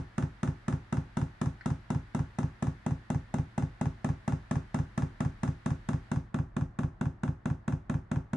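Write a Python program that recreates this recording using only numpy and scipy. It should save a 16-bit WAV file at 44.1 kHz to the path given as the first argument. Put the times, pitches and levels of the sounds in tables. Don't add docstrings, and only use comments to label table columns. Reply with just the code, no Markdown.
import sys
import numpy as np
from scipy import signal
from scipy.fft import rfft, irfft
from scipy.io import wavfile

SR = 44100
rng = np.random.default_rng(int(sys.argv[2]) if len(sys.argv) > 2 else 0)


def pcm_store(signal):
    levels = np.round(np.clip(np.atleast_2d(signal), -1, 1) * 32767)
    wavfile.write(sys.argv[1], SR, levels.astype(np.int16).T)


N = 368676


def undb(db):
    return 10 ** (np.asarray(db) / 20)


def level_at(time_s, curve):
    return np.interp(time_s, *np.transpose(curve))


def fade(t, t60_s):
    return np.exp(-np.log(1000) * t / t60_s)


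def colour(x, spectrum):
    freq_hz, level_db = np.transpose(spectrum)
    size = 4096
    bins_hz = np.fft.rfftfreq(size, 1 / SR)
    gain = undb(np.interp(np.log(bins_hz + 1), np.log(freq_hz), level_db))
    cepstrum = irfft(np.log(gain))
    response = irfft(np.exp(rfft(2 * cepstrum * (np.arange(size) < size // 2))))
    return signal.fftconvolve(x, response[None] / np.linalg.norm(response))[:, :x.shape[1]]


def stereo_noise(count, width):
    mid, side = rng.standard_normal((2, count))
    return (mid + width * np.array([side, -side])) / np.hypot(1, width)


def add(out, sound, start_s):
    offset = int(round(start_s * SR))
    lo, hi = max(offset, 0), min(offset + sound.shape[-1], out.shape[-1])
    if hi > lo:
        out[:, lo:hi] += sound[..., lo - offset:hi - offset]


def knock(spectrum, t60_s, width, cabin_db):
    t = np.arange(SR // 3) / SR
    direct = stereo_noise(len(t), width) * fade(t, t60_s)
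    cabin = stereo_noise(len(t), width=.7) * fade(t, t60_s=.25) * undb(cabin_db)
    return colour(direct + cabin, spectrum)


def stroke_times():
    first_s, rate_hz, step_hz = -.0699, 3.992, .0999
    strokes, per_step, already_past = 37, 6, 3
    steps = (np.arange(strokes - 1) + already_past) // per_step
    periods_s = 1 / (rate_hz + step_hz * steps)
    return first_s + np.append(0, np.cumsum(periods_s))


# delay_s, level_db, softness_s, sign
WALL_PUSHES = [(-.0003, 0, .00046, 1), (.033, 1, .00104, 1), (.0456, -13, .0004, -1),
               (.0533, 15.2, .00175, -1)]
# pitch_hz, level_db, t60_s, sign
WALL_MODES = [(52, -54, .5, -1), (77, -42, .2, -1), (99, -54, .45, -1), (115, -51, .5, 1),
              (141, -28.7, .12, 1), (156, -29, .16, 1), (190, -31, .45, 1), (215, -49, .4, 1),
              (252, -16, .05, -1), (267, -24, .17, 1), (306, -44, .35, 1), (343, -39, .29, -1),
              (357, -45, .35, -1), (398, -41, .27, 1), (514, -36, .2, -1), (533, -41, .2, 1),
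              (621, -39, .17, 1), (659, -37, .25, -1), (724, -28, .15, 1), (758, -29, .1, -1),
              (820, -31, .25, -1), (856, -24.5, .2, -1)]


def wall_boom(stroke_db):
    lead_s = .004
    t = np.arange(SR // 2) / SR
    force = np.zeros(len(t))
    for delay_s, level_db, softness_s, sign in WALL_PUSHES:
        push = np.exp(-.5 * ((t - lead_s - delay_s) / softness_s) ** 2)
        force += sign * undb(level_db) * push / push.sum()
    mic_lags_s = .00006 * rng.standard_normal(len(WALL_MODES))
    ring = 0
    for (pitch_hz, level_db, t60_s, sign), lag_s in zip(WALL_MODES, mic_lags_s):
        swing = np.sin(2 * np.pi * pitch_hz * np.array([t + lag_s, t - lag_s]))
        ring = ring + sign * undb(level_db) * swing * fade(t, t60_s)
    thump = signal.fftconvolve(force[None], ring)[:, :len(t)]
    out = np.zeros((2, N))
    for start_s, level_db in zip(stroke_times(), stroke_db):
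        add(out, thump * undb(level_db), start_s - lead_s)
    return out


# delay_s, clack_db, tick_db, ping_db
PLUNGER_CONTACTS = [(-.0012, 4, -13, -25), (.0003, 10, 1, 1.5), (.0021, -4, -26, -11.5),
                    (0.0439, 3.5, -11.5, 4.5), (0.0527, -6, -18, -8.5)]


def plunger_hits(stroke_db, part, spectrum, t60_s, width, cabin_db):
    delays_s, clack_db, tick_db, ping_db = np.transpose(PLUNGER_CONTACTS)
    contact_db = {"clack": clack_db, "tick": tick_db, "ping": ping_db}[part]
    local_share, scatter_db, jitter_s = .5, .8, .00004
    common, *local = [knock(spectrum, t60_s, width, cabin_db) for _ in range(7)]
    spots = [np.sqrt(1 - local_share ** 2) * common + local_share * own for own in local]
    out = np.zeros((2, N))
    for start_s, level_db in zip(stroke_times(), stroke_db):
        place = np.clip(start_s * SR / N, 0, 1) * (len(spots) - 1)
        ring = sum(max(1 - abs(place - k), 0) * spot for k, spot in enumerate(spots))
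        stroke = np.zeros((2, SR // 2))
        for delay_s, hit_db in zip(delays_s - delays_s[0], contact_db):
            harder_db, later_s = rng.standard_normal(2) * (scatter_db, jitter_s)
            add(stroke, ring * undb(hit_db + harder_db), delay_s + later_s)
        stroke /= np.linalg.norm(stroke)
        add(out, stroke * undb(level_db), start_s + delays_s[0])
    return out


# freq_hz, level_db
CLACK_SPECTRUM = [(250, -6), (380, 11.5), (470, -7.5), (650, -6), (820, 2), (1100, -4.5), (1550, -5),
                  (1900, -17), (2200, -16), (2600, -19.5), (3400, -27), (6000, -53.5)]


def wood_clack(stroke_db):
    return plunger_hits(stroke_db, "clack", CLACK_SPECTRUM, t60_s=.025, width=.6, cabin_db=-13)


# freq_hz, level_db
TICK_SPECTRUM = [(1500, -27), (2500, -26.5), (3600, 4.5), (4600, -6), (5500, -3), (6100, 5), (6500, 2),
                 (7000, 4), (7700, -0.5), (8800, -2), (10000, -3.5), (11200, -39.5)]


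def steel_tick(stroke_db):
    return plunger_hits(stroke_db, "tick", TICK_SPECTRUM, t60_s=.008, width=.75, cabin_db=-19)


# freq_hz, level_db
PING_SPECTRUM = [(3500, -48.5), (4800, -0.5), (5700, -0.5), (6100, 1), (6500, -1), (8000, -45.5)]


def sleeve_ping(stroke_db):
    return plunger_hits(stroke_db, "ping", PING_SPECTRUM, t60_s=.013, width=.55, cabin_db=-13.5)


# time_s, level_db
PHONE_DRIFT = [(0, -1.2), (1.8, -1.7), (2.85, -2), (3.5, -1), (4.2, 0), (5.3, -1), (6.6, -2.8),
               (8.36, -2.5)]


def pump():
    starts_s = stroke_times()
    drift_db = level_at(starts_s, PHONE_DRIFT)
    softer_from_s, softer_db, scatter_db = 6.23, -3.5, .65
    steel_db = softer_db * (starts_s > softer_from_s) + scatter_db * rng.standard_normal(len(starts_s))
    boom = undb(.91) * wall_boom(.2 * drift_db)
    clack = undb(-1.5) * wood_clack(drift_db)
    tick = undb(-18.5) * steel_tick(steel_db)
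    ping = undb(-27) * sleeve_ping(steel_db + drift_db)
    return boom + clack + tick + ping


# freq_hz, level_db
BACKGROUND_SPECTRUM = [(25, -10), (45, -2), (80, -11), (130, -12), (250, -15), (450, -25), (800, -22),
                       (1200, -23), (1800, -22), (2500, -33), (4500, -40), (6000, -48), (10000, -56)]
# time_s, gain_db
BACKGROUND_HISS_GAIN = [(0, 3.5), (6.1, 3.5), (6.35, -9.5), (8.36, -10)]


def fan_and_hiss():
    noise = colour(stereo_noise(N, width=.85), BACKGROUND_SPECTRUM)
    fan = signal.sosfiltfilt(signal.butter(2, 1500, fs=SR, output="sos"), noise)
    hiss = (noise - fan) * undb(level_at(np.arange(N) / SR, BACKGROUND_HISS_GAIN))
    left, right = fan + hiss
    mid, side = (left + right) / 2, (left - right) / 2
    side = signal.sosfilt(signal.butter(2, 300, "high", fs=SR, output="sos"), side)
    return undb(-55.5) * (mid + np.array([side, -side]))


# time_s, level_db
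RUMBLE_LEVEL = [(0, -72), (3.2, -61), (4, -65), (5.2, -53), (5.8, -55.5), (8.36, -67)]


def hand_rumble():
    spectrum = [(12, -12), (25, -11), (42, 6.5), (60, -17.5), (200, -71.5)]  # freq_hz, level_db
    rumble = colour(stereo_noise(N, width=.097), spectrum)
    return rumble * undb(level_at(np.arange(N) / SR, RUMBLE_LEVEL))


# start_s, level_db
STRAY_TAPS = [(1.61, -40.5)]
# freq_hz, level_db
TAP_SPECTRUM = [(1000, -23), (1600, -4), (1900, 2.5), (2300, -14), (2800, -29), (3800, -35), (4300, -14.5),
                (5200, -33), (9000, -54)]


def stray_tap():
    out = np.zeros((2, N))
    for start_s, level_db in STRAY_TAPS:
        add(out, undb(level_db) * knock(TAP_SPECTRUM, t60_s=.04, width=.6, cabin_db=-12), start_s)
    return out


def scene():
    return pump() + fan_and_hiss() + hand_rumble() + stray_tap()


def record(dry):
    low_hz, top_hz = 18, 11400
    sound = signal.sosfilt(signal.butter(1, low_hz, "high", fs=SR, output="sos"), dry)
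    return signal.sosfilt(signal.ellip(8, .2, 70, top_hz, fs=SR, output="sos"), sound)


dry = scene()
out = record(dry)
pcm_store(out)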